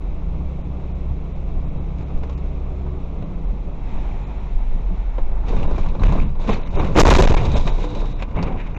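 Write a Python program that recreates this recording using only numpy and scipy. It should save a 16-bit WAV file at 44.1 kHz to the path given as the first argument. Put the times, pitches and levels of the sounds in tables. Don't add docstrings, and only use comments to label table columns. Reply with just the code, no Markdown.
import sys
import numpy as np
from scipy import signal
from scipy.fft import rfft, irfft
from scipy.io import wavfile
from scipy.ndimage import uniform_filter1d

SR = 44100
rng = np.random.default_rng(int(sys.argv[2]) if len(sys.argv) > 2 else 0)


def voltage_ratio(decibels):
    exponent = np.asarray(decibels, float) / 20
    return 10 ** exponent


def bounce(signal):
    frames = np.transpose(np.atleast_2d(signal))
    limited = np.clip(frames, -1, 1)
    pcm = np.round(limited * 32767).astype(np.int16)
    wavfile.write(sys.argv[1], SR, pcm)


N = 387198

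# multiple_of_firing_rate, level_db
ENGINE_ORDERS = [(1, 0), (1.25, -20), (2, -15), (3, -16), (4.25, -22), (4.5, -24), (5.5, -26)]
# time_s, firing_rate_hz
FIRING = [(0, 65.4), (1, 65), (2.2, 64.7), (3, 65.8), (3.35, 65), (3.75, 58), (4.1, 49), (4.6, 47.2),
          (5, 45.7), (5.5, 44)]
# time_s, level_db
ENGINE_LOAD = [(0, -32), (.5, -30), (2.2, -28.5), (2.95, -27), (3.1, -34), (3.8, -38), (4.05, -28),
               (4.4, -29), (4.65, -33), (5, -28.5), (5.5, -30)]
# time_s, pitch_hz, level_db
SHAFT_DRONE = [(0, 164.3, -39), (.6, 163.6, -35), (1.4, 162.7, -34), (2.2, 161.8, -36), (3, 164.4, -39),
               (3.4, 162, -35), (3.8, 164, -43)]
# time_s, pitch_hz, level_db
TYRE_DRONE = [(0, 137, -44), (.6, 137.5, -40), (1.8, 137, -39), (2.6, 135.5, -38), (3.4, 138.7, -40)]
# pitch_hz, level_db
WHINES = [(4872, -85.5), (6099, -90)]
# time_s, tyre_roar_db, body_heave_db
ROAD = [(0, -41, -30), (.3, -42, -25.5), (.9, -41, -29), (1.45, -41.5, -24), (2.3, -40, -27.5),
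        (2.7, -41, -28), (3.44, -40.5, -20), (3.72, -43, -32), (3.9, -39, -13), (4.3, -40.5, -29.5),
        (4.65, -41.5, -16.5), (5.45, -42.5, -25)]
BRAKES_S = 3.74
ROAR_DB, HEAVE_DB = 0, 0.5
BOOM_DB, BOOM_FOLLOWS, BOOM_BRAKING_DB = -34.5, 0.22, -1
SPRAY_DB, SPRAY_FOLLOWS = -57.5, 0.45
SPLASH_DB, SPLASH_FADE_S = 6, 1

# frequency_hz, density_db
HEAVE = [(8, -5), (15, 1), (22, 1), (30, 3), (45, -1), (60, -35)]
# frequency_hz, density_db
BOOM = [(35, -25.5), (60, 0.5), (77, -11.5), (97, -8.5), (177, -11), (237, -17.5), (280, -20), (360, -52.5),
        (620, -120)]
# frequency_hz, density_db
ROAR = [(140, -31.5), (230, -18.5), (279, 3.5), (319, -2.5), (364, 0.5), (761, -7), (1150, -13),
        (1700, -28.5), (2210, -64.5), (3740, -120)]
# frequency_hz, density_db
SKID = [(140, -24), (230, -8.5), (270, -12), (355, -8), (476, -12), (644, -12.5), (885, -11.5), (1700, -30),
        (2210, -32), (3740, -120)]
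# frequency_hz, density_db
SPRAY = [(880, -29), (1500, -2.5), (1580, -23), (1710, -3), (1910, -2), (2200, 3), (2660, 1), (2860, -5),
         (3610, -6), (3830, -5), (4650, -18.5), (5540, -15.5), (7090, -19.5), (7570, -19.5), (8500, -29.5),
         (11000, -66), (18700, -120)]
# frequency_hz, density_db
CRUNCH = [(140, -29), (230, -4), (291, -2.5), (386, -1.5), (587, -4), (712, -8.5), (1020, -6.5),
          (1550, -23.5), (1700, -29.5), (2210, -55), (3740, -120)]
# frequency_hz, density_db
DEBRIS = [(880, -1.5), (1500, -3.5), (1860, -4), (2250, 0.5), (2530, 0.5), (3190, -9.5), (3800, -4.5),
          (4230, -14), (4970, -17.5), (5870, -17.5), (7350, -21.5), (7570, -23.5), (8020, -23), (8500, -32),
          (11000, -76.5), (18700, -120)]
SPLIT_HZ = 3200

# start_s, middle_peak_db, low_part_db, brightness_db
RATTLES = [(0.8001, -39, -40, -7), (1.9834, -35, -42, -2.5), (2.0073, -42, -28, -2), (2.022, -53, -45, 9),
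           (2.082, -43, -44, 0), (2.1034, -52, -27.5, 3), (2.175, -49, -49, 9), (2.2324, -30.5, -22, -3),
           (2.2947, -35, -23.5, 2), (2.3266, -42, -51, 0), (2.376, -44, -47, 8), (2.8643, -42, -28, -4),
           (3.2225, -38, -27.5, -2), (3.9697, -31, -43.5, -28), (5.1806, -30, -18, -8)]
# start_s, middle_peak_db, low_part_db, brightness_db
KNOCKS = [(5.4364, -53, -27, 1), (5.4824, -27.5, -39, -1), (5.52, -45, -24, -7), (5.564, -28.5, -26.5, -3),
          (5.585, -33, -41, -6.5), (5.6286, -28, -19.5, -3), (5.679, -50, -24, -9), (5.71, -35, -17.5, 1),
          (5.745, -45, -22.5, 0), (5.7794, -28, -17, 0.5), (5.829, -28, -28, -8), (5.86, -30, -21, -5),
          (5.885, -32, -36, 0), (5.9493, -30.5, -22.5, -7), (5.996, -35.5, -20, -1),
          (6.0174, -37, -17.5, -6), (6.033, -14, -19.5, -7.5), (6.068, -20, -39, -5), (6.09, -34, -38, -3),
          (6.122, -27, -14.5, 2), (6.1525, -32, -17, -7), (6.178, -37, -28, -19), (6.1953, -34.5, -26, -14),
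          (6.222, -35, -31, -13), (6.29, -37, -32, -2), (6.3514, -52, -31, 3), (6.3954, -40, -25.5, -3),
          (6.414, -44, -30, -7), (6.44, -30, -27, -7), (6.4744, -25, -20.5, 0), (6.491, -20, -10, -4),
          (6.6727, -32, -52, -6), (6.7945, -17, -9.5, -8), (6.8444, -20.5, -28, -5)]
# start_s, middle_peak_db, low_part_db, brightness_db
SMASHES = [(6.961, -9.5, -1, -8), (6.977, 1, 3, -5.5), (7.0033, -9.5, -12, 17), (7.0125, -8, -20, 10.5),
           (7.0524, -14, 3.5, -13), (7.068, -9.5, -3, -6.5), (7.089, -11.5, -8.5, -5.5),
           (7.1034, 3, 2.5, 0.5), (7.112, -10, -6, 1.5), (7.1363, -4.5, -10, 2.5), (7.149, -7.5, -8, -1.5),
           (7.162, -10, -13.5, 3.5), (7.185, -4, -10, -3), (7.2225, -4, -17.5, 5), (7.238, -11, -12, -1),
           (7.273, -5.5, -12, -9), (7.283, -13, -14, -8), (7.292, -21.5, -13, -5), (7.3, -24.5, -20.5, 1),
           (7.366, -23, -19.5, -11), (7.3776, -13, -32, -7)]
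# start_s, middle_peak_db, low_part_db, brightness_db
FALLS = [(7.4514, -27, -13, 10), (7.5164, -32.5, -36, 14), (7.5752, -38, -23, 22), (7.673, -14, -15, -3),
         (7.7538, -49, -42, 0), (7.839, -51, -15.5, 5), (7.9494, -30, -22, 7.5), (7.97, -44, -23, 1),
         (8.2222, -14.5, -17.5, -8.5), (8.279, -52, -49, -8), (8.309, -37, -31, -2),
         (8.3629, -28.5, -41, -6), (8.3878, -18.5, -23, -22), (8.4262, -19, -14.5, 0.5),
         (8.7004, -57, -40, 3), (8.746, -27, -33, -8)]
RATTLE_T60_S, KNOCK_T60_S, SMASH_T60_S, FALL_T60_S = 0.08, 0.079, 0.049, 0.058
# start_s, peak_db, pitch_hz
THUDS = [
    (1.992, -20.5, 109),
    (4.91, -23, 183),
    (5.48, -14.5, 50),
    (5.585, -14.5, 52.6),
    (5.722, -12, 45),
    (6.043, -20.5, 45),
    (6.486, -12, 205),
    (8.362, -21, 168.5),
]
# start_s, peak_db, pitch_hz, t60_s, direction
JOLTS = [(2.146, -13.0, 15.0, 0.5, 1), (3.94, -12.0, 16.0, 0.6, -1), (4.553, -13.0, 20.0, 0.5, 1),
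         (5.211, -9.8, 15.6, 1.63, -1), (5.507, -9.1, 33.0, 0.6, 1), (5.549, -10.3, 14.4, 2.54, -1),
         (5.66, -11.2, 19.6, 0.37, 1), (5.766, -14.1, 23.4, 1.24, 1), (5.891, -21.9, 26.2, 1.03, 1),
         (6.023, -2.5, 30.7, 0.54, -1), (6.066, -3.1, 38.3, 0.18, 1), (6.134, -15.0, 16.4, 3.59, 1),
         (6.19, -9.8, 21.8, 1.05, 1), (6.272, -18.8, 26.3, 1.2, 1), (6.503, -14.9, 22.9, 0.72, 1),
         (6.751, -10.3, 20.4, 0.76, 1), (6.872, -11.6, 17.7, 1.13, 1), (6.958, 1.0, 31.0, 0.11, 1),
         (7.006, 0.1, 14.0, 0.58, -1), (7.032, 5.2, 23.0, 0.18, 1), (7.054, 2.8, 31.8, 0.36, -1),
         (7.077, 3.5, 49.6, 0.3, -1), (7.098, 5.1, 42.1, 0.07, 1), (7.141, 6.4, 26.2, 0.05, -1),
         (7.171, 3.3, 25.7, 0.13, 1), (7.211, 3.0, 35.3, 0.26, -1), (7.257, 3.9, 24.0, 0.26, 1),
         (7.272, -6.9, 12.9, 0.8, -1), (7.323, -1.1, 23.8, 0.76, 1), (7.348, -4.1, 20.0, 0.18, -1),
         (7.371, -9.6, 25.7, 1.0, -1), (7.46, -15.9, 34.6, 0.53, 1), (7.546, -11.2, 54.5, 0.22, 1),
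         (7.581, -6.7, 18.3, 0.54, 1), (7.663, -7.4, 28.3, 0.35, -1), (7.72, -12.9, 31.4, 1.01, 1),
         (7.983, -13.3, 30.3, 1.33, 1), (8.347, -9.9, 34.2, 0.14, 1), (8.435, -13.4, 24.0, 0.35, 1),
         (8.611, -20.4, 32.5, 1.93, 1)]
# time_s, pitch_hz, level_db
DASH_DRONE = [(2.55, 367.1, -72), (2.56, 366.3, -45.5), (2.962, 365.6, -40.5), (3.05, 378.0, -58.5)]
# time_s, pitch_hz, level_db
FLOOR_DRONE = [(3.15, 197.4, -41), (3.36, 188.4, -34), (3.498, 197, -44), (3.5, 187.9, -45)]
# start_s, force_db, length_s, debris_over_crunch_db, glass_over_debris_db
BLOWS = [(5.446, -30.5, 1, -10, 1.5), (6.002, -28, 0.2, -8, -2), (6.38, -39.5, 0.065, -7, 8.5),
         (6.455, -26, 0.075, -6.5, 0), (6.645, -39.5, 0.27, -10, 4.5), (6.731, -25.5, 0.15, -12, 1),
         (6.947, -7, 0.051, -9, -13), (7.026, -11.5, 0.26, -10.5, 3.5), (7.28, -20, 0.086, -10, -1),
         (7.398, -29, 0.16, -7.5, 3), (7.526, -24.5, 0.011, -7.5, 9.5), (7.63, -28.5, 0.069, -12, 8.5),
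         (7.747, -34.5, 0.25, -8.5, 5), (7.926, -36.5, 0.18, -11, 6.5), (8.17, -35, 0.0092, -8.5, -3),
         (8.334, -29.5, 0.11, -8, -15), (8.442, -31.5, 0.079, -12, -12), (8.548, -46.5, 0.066, 9, -11),
         (8.747, -30.5, .05, -7.5, -9)]
ATTACK_S, SAG_DB_PER_S, RELEASE_DB_PER_S = 0.04, 22, 121.5
REST_DB, REST_DEBRIS_DB, REST_GLASS_DB = -41.5, -52.5, -1.5
LULL_S, LULL_WIDTH_S, LULL_DB = 6.32, .055, -7
SHELL_DB, SHELL_FOLLOWS = -33, 0.83
SWAY_DB = 15
SWAY_YIELDS, SWAY_KEPT = .3, .25
# start_s, boom_db, length_s
SLAMS = [
    (5.518, -21.5, 0.31),
    (5.972, -16, 0.27),
    (6.776, -26.5, 0.21),
    (6.958, -4, 0.07),
    (7.05, -9.5, 0.16),
    (7.267, -11.5, 0.075),
    (7.467, -21.5, 0.078),
    (8.298, -33, 0.12),
]
# start_s, peak_db, pitch_hz, t60_s
CLANGS = [(6.034, -23, 1046, 0.08), (6.152, -18.5, 611, 0.068), (5.585, -37, 2490, .06),
          (5.63, -34, 2770, 0.057), (6.2, -30, 2340, 0.067), (6.223, -36, 2650, .05),
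          (6.492, -24, 472, 0.14), (6.495, -17.5, 1014, 0.073), (6.961, -11.5, 520, 0.25),
          (6.976, -8, 796, 0.2), (6.987, -6, 1170, 0.14), (7.182, -8.5, 994, 0.25),
          (7.188, -9.5, 385, 0.24), (7.202, -22, 1677, 0.097), (7.303, -16, 419, .12),
          (5.997, -40, 3900, 0.069), (8.372, -33, 2200, .2), (8.373, -33, 1023, .15), (8.39, -32, 850, .1),
          (8.427, -32, 4500, 0.034), (8.47, -28, 526, .3), (8.49, -30, 744, 0.43), (7.54, -24.5, 406, 0.18),
          (7.55, -22.5, 580, 0.23), (7.585, -26, 990, .1), (7.676, -29.5, 300, 0.078),
          (7.678, -27.5, 614, 0.071), (6.8, -33, 3600, .06), (6.545, -35, 4230, .05)]
# time_s, level_db
SHATTER = [(6.958, -50), (6.98, -25), (7.005, -19), (7.02, -31), (7.1, -33), (7.165, -35), (7.25, -38),
           (7.35, -50)]
# time_s, level_db
FLUID_LEAK = [(7.38, -60), (7.56, -51), (7.66, -56), (7.8, -55), (7.96, -50), (8.08, -55), (8.2, -63)]
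FLUID_HZ, FLUID_WIDTH_HZ = 3790, 330
POLE_S = 7.839
# pitch_hz, level_db, t60_s
POLE = [(300, 1, 1.2), (495, -2.5, 0.81), (565, -16, 0.15), (820, -15, 1.1)]

TOP, OFFSET = .425, .012
EDGE_HZ, LEAK_DB, HISS_DB = 7460, -7.5, -93.5
FUZZ_DB, FUZZ_HZ = -9, 2500
# time_s, lowest_lost_hz
DROPOUTS = [(.635, 4000), (.94, 3800), (1.34, 4200), (1.67, 4000), (1.71, 4300), (3.25, 4200), (1.79, 4200),
            (2.045, 4300), (2.365, 3000), (3.46, 4200), (4.25, 4300), (4.4, 4500), (5.685, 3300),
            (6.25, 4300), (6.385, 4400), (6.52, 4700), (6.6, 4500), (6.63, 4300), (6.655, 4300),
            (6.695, 3000), (6.778, 3300), (6.797, 4300), (7.55, 4300), (7.72, 4200), (8.15, 4300),
            (8.187, 4200), (8.765, 2800)]


def rms_one(x):
    return x / np.sqrt(np.mean(x ** 2) + 1e-20)


def in_time(rows, fade_s=0.023):
    s, *columns = np.transpose(rows)
    t = np.arange(N) / SR
    gate = np.clip(np.minimum(t - s[0], s[-1] - t) / fade_s + 1, 0, 1)
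    return [np.interp(t, s, c) for c in columns] + [gate]


def drift(rate):
    r = np.exp(-80 * np.pi * rate / SR)
    slow = signal.lfilter([1], [1, -2 * r, r * r], rng.standard_normal(N // 40 + 2002))[2000:]
    return np.interp(np.arange(N) / 40, np.arange(len(slow)), rms_one(slow))


def coloured(x, spectrum):
    hz, db = np.transpose(spectrum)
    f = np.maximum(np.fft.rfftfreq(N, 1 / SR), 1)
    outside = np.log2(np.maximum(hz[0] / f, 1) * np.maximum(f / hz[-1], 1))
    gain_db = np.interp(np.log(f), np.log(hz), db) - 60 * outside
    return rms_one(irfft(rfft(x) * voltage_ratio(gain_db), N))


def patchy(spectrum, patchy_db, rate, count=4):
    x, shared = coloured(rng.standard_normal(N), spectrum), drift(rate)
    edges = np.geomspace(spectrum[0][0], spectrum[-1][0], count + 1)[1:-1]
    lows = [signal.sosfiltfilt(signal.butter(2, e, fs=SR, output="sos"), x) for e in edges]
    lows = [0 * x] + lows + [x]
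    out = 0
    for below, upto in zip(lows, lows[1:]):
        out = out + (upto - below) * voltage_ratio(patchy_db * (shared + 0.96 * drift(rate)))
    return rms_one(out)


def halves(x):
    low = signal.sosfiltfilt(signal.butter(4, SPLIT_HZ, fs=SR, output="sos"), x)
    return low, x - low


def swing(s, hz, t60):
    t = np.arange(int(1.5 * t60 * SR)) / SR
    out, at = np.zeros(N), round(s * SR)
    out[at:at + len(t)] = (np.sin(2 * np.pi * hz * t) * voltage_ratio(-60 * t / t60))[:N - at]
    return out


def tone(hz, wobble_db):
    phase = 2 * np.pi * np.cumsum(hz) / SR + rng.uniform(0, 6.57)
    return np.sqrt(2) * np.sin(phase) * voltage_ratio(wobble_db * drift(2.5))


def engine():
    firing, gate = in_time(FIRING)
    level_db, _ = in_time(ENGINE_LOAD)
    orders = 0
    for k, db in ENGINE_ORDERS:
        orders = orders + voltage_ratio(db) * tone(k * firing * (1 + .002 * drift(2)), .4 + .5 * k)
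    out = gate * voltage_ratio(level_db) * orders
    for rows in SHAFT_DRONE, TYRE_DRONE:
        hz, db, gate = in_time(rows)
        out += gate * voltage_ratio(db - 2.2) * tone(hz, wobble_db=1.2)
    return out + sum(voltage_ratio(db) * tone(np.full(N, hz), wobble_db=.5) for hz, db in WHINES)


def heaving(rate):
    return rms_one(np.tanh(0.29 * patchy(HEAVE, patchy_db=2.0, rate=rate)))


def rolling():
    load_db, rough_db, gate = in_time(ROAD)
    since = np.maximum(np.arange(N) / SR - BRAKES_S, 0)
    braking = np.clip(since / 0.069, 0, 1)
    boom_db = BOOM_DB + BOOM_FOLLOWS * (rough_db - rough_db.mean()) + BOOM_BRAKING_DB * np.minimum(since, 1)
    splash_db = SPLASH_DB * np.clip((since - 0.07) / 0.085, 0, 1) * np.exp(-since / SPLASH_FADE_S)
    spray_db = SPRAY_DB + SPRAY_FOLLOWS * (load_db - load_db.mean()) + splash_db
    heave = voltage_ratio(rough_db + HEAVE_DB) * heaving(1.4)
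    boom = voltage_ratio(boom_db) * patchy(BOOM, patchy_db=2.0, rate=5.9)
    free = patchy(ROAR, patchy_db=0.85, rate=24.0)
    scrubbing = patchy(SKID, patchy_db=1.4, rate=8.9)
    roar = np.sqrt(1 - braking) * free + np.sqrt(braking) * scrubbing
    spray = voltage_ratio(spray_db) * patchy(SPRAY, patchy_db=0.4, rate=12.0)
    return gate * (heave + boom + voltage_ratio(load_db + ROAR_DB) * roar + spray)


def knocks():
    levels, t = np.zeros((3, N)), np.arange(SR // 5) / SR
    groups = ((RATTLES, RATTLE_T60_S), (KNOCKS, KNOCK_T60_S), (SMASHES, SMASH_T60_S), (FALLS, FALL_T60_S))
    for rows, t60 in groups:
        for s, db, low_db, bright_db in rows:
            at = round(s * SR)
            shape = ((1 - np.exp(-t / 0.00061)) * voltage_ratio(-60 * t / t60))[:N - at]
            peaks_db = np.array([[low_db - 7.0], [db - 12.0], [db - 8.5 + bright_db]])
            levels[:, at:at + len(shape)] += voltage_ratio(peaks_db) * shape
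    dull = coloured(rng.standard_normal(N), CRUNCH)
    middle, bright = halves(coloured(rng.standard_normal(N), DEBRIS))
    return np.sum(levels * [dull, middle, bright], axis=0)


def wheel_thuds():
    return sum(voltage_ratio(db) * swing(s, hz, t60=0.16) for s, db, hz in THUDS)


def body_jolts():
    return sum(way * voltage_ratio(db) * swing(s, hz, t60) for s, db, hz, t60, way in JOLTS)


def cabin_drones():
    out = 0
    for rows in DASH_DRONE, FLOOR_DRONE:
        hz, db, gate = in_time(rows)
        out = out + gate * voltage_ratio(db - 4.0) * tone(hz, wobble_db=-0.5)
    return out


def grains(per_s, spread_db, clump_db):
    sizes = voltage_ratio(spread_db * np.minimum(rng.exponential(1, N), 4)) * rng.choice([-1, 1], N)
    born = rng.random(N) < per_s * voltage_ratio(clump_db * drift(25)) / SR
    return rms_one(sizes * born) + 1.15 * rng.standard_normal(N)


def panels(per_s, cycles, count=16):
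    clicks = grains(per_s, spread_db=2.0, clump_db=5.5)
    dealt, out = rng.integers(0, count, N), 0
    for k, hz in enumerate(np.geomspace(260, 2600, count) * rng.uniform(.95, 1.05, count)):
        r, w = voltage_ratio(-60 * hz / (cycles * SR)), 2 * np.pi * hz / SR
        ring = signal.lfilter([0, 1], [1, -2 * r * np.cos(w), r * r], clicks * (dealt == k))
        out = out + rms_one(ring) * np.sqrt(hz)
    return rms_one(out)


def spell(s, length):
    since = np.maximum(np.arange(N) / SR - s, 0)
    fall_db = -SAG_DB_PER_S * since - RELEASE_DB_PER_S * np.maximum(since - length, 0)
    return np.minimum(since / ATTACK_S, 1) * voltage_ratio(fall_db)


def spells():
    power = voltage_ratio([[REST_DB], [REST_DEBRIS_DB], [REST_DEBRIS_DB + REST_GLASS_DB]]) ** 2 * np.ones(N)
    power *= voltage_ratio(2 * LULL_DB * np.exp(-((np.arange(N) / SR - LULL_S) / LULL_WIDTH_S) ** 2))
    for s, db, length, debris_db, glass_db in BLOWS:
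        peaks = voltage_ratio([[db], [db + debris_db], [db + debris_db + glass_db]])
        power += (peaks * spell(s, length)) ** 2
    return np.sqrt(power)


def crushing(jolts):
    force, lump_gain, shard_gain = spells()
    gate = np.clip((np.arange(N) / SR - ROAD[-1][0]) / 0.052 + 0.93, 0, 1)
    shell = voltage_ratio(SHELL_DB) * (force / voltage_ratio(REST_DB)) ** SHELL_FOLLOWS
    shell = shell + sum(voltage_ratio(db) * spell(s, length) for s, db, length in SLAMS)
    boom = shell * patchy(BOOM, patchy_db=-1.5, rate=11.0)
    tearing = rms_one(grains(per_s=1700, spread_db=-7.0, clump_db=8.0))
    ringing = panels(per_s=500, cycles=22)
    crunch = force * coloured(tearing + 2.5 * ringing, CRUNCH)
    lumps, shards = halves(coloured(grains(per_s=1400, spread_db=2.0, clump_db=10.5), DEBRIS))
    debris = voltage_ratio(-2.5) * (lump_gain * lumps + shard_gain * shards)
    heave = np.minimum(force * voltage_ratio(SWAY_DB), voltage_ratio(-22.5)) * heaving(3.7)
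    free = np.clip(1 - uniform_filter1d(abs(jolts), size=3000) / SWAY_YIELDS, SWAY_KEPT, 1)
    return gate * (free * heave + np.sqrt(free) * boom + crunch + debris)


def clangs():
    out = 0
    for s, db, hz, t60 in CLANGS:
        out = out + voltage_ratio(db - 4) * (swing(s, hz, t60) + .6 * swing(s, 1.04 * hz, t60))
    return out


def shattering():
    level_db, gate = in_time(SHATTER)
    clicks = grains(per_s=700, spread_db=5.5, clump_db=8.0)
    return gate * voltage_ratio(level_db) * coloured(clicks, [(2500, -6), (4500, -5), (6500, 0), (8000, -6)])


def fluid_leak():
    level_db, gate = in_time(FLUID_LEAK)
    r, w = np.exp(-np.pi * FLUID_WIDTH_HZ / SR), 2 * np.pi * FLUID_HZ / SR
    whistle = rng.standard_normal(N)
    for _ in range(2):
        whistle = signal.lfilter([1, 0, -1], [1, -2 * r * np.cos(w), r * r], whistle)
    sputter = voltage_ratio(3.0 * drift(12.0))
    return gate * voltage_ratio(level_db) * sputter * rms_one(whistle)


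def pole_ring():
    return sum(voltage_ratio(db - 30.0) * swing(POLE_S, hz, t60) for hz, db, t60 in POLE)


def scene():
    jolts = body_jolts()
    car = engine() + rolling() + cabin_drones()
    impacts = knocks() + wheel_thuds() + jolts + clangs() + pole_ring()
    return (car + impacts + crushing(jolts) + shattering() + fluid_leak())[None]


def fuzz(x):
    upper = signal.sosfilt(signal.butter(2, 400, "high", fs=SR, output="sos"), x)
    band = signal.butter(4, [150, FUZZ_HZ], "band", fs=SR, output="sos")
    hiss = signal.sosfilt(band, rng.standard_normal(N))
    return voltage_ratio(FUZZ_DB) * uniform_filter1d(upper ** 2, size=2000) * rms_one(hiss)


def upper_dropouts(x):
    x = np.pad(x, ((0, 0), (0, 1024)), mode="reflect")
    hz, t, frames = signal.stft(x[0], SR, nperseg=1024, boundary="even", padded=False)
    for s, edge_hz in DROPOUTS:
        now = abs(t - s) < .0117
        power = uniform_filter1d(np.mean(abs(frames[:, now]) ** 2, axis=1), size=3)
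        strong = power > 1.6 * uniform_filter1d(power, size=61)
        upper = (hz > edge_hz) & (hz < 8300)
        frames[:, now] *= np.where(upper, np.where(strong, 1.4, .14), 1)[:, None]
    return signal.istft(frames, SR, nperseg=1024)[1][None, :N]


def roll_off(x):
    return signal.sosfilt(signal.butter(12, 16510, fs=SR, output="sos"), x)


def record(dry):
    awake = np.minimum(np.arange(N) / (.01 * SR), 1)
    clipped = np.clip(awake * dry, -TOP - OFFSET, TOP - OFFSET)
    kept = signal.sosfilt(signal.butter(10, EDGE_HZ, fs=SR, output="sos"), clipped)
    above = clipped * voltage_ratio(LEAK_DB) + voltage_ratio(HISS_DB) * rng.standard_normal(N)
    leak = signal.sosfilt(signal.butter(6, [8500, 16400], "band", fs=SR, output="sos"), above)
    closing = np.minimum(np.arange(N)[::-1] / (.006 * SR), 1)
    mix = closing * (upper_dropouts(kept + leak + fuzz(kept)) + OFFSET)
    return roll_off(mix)


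dry = scene()
out = record(dry)
bounce(out)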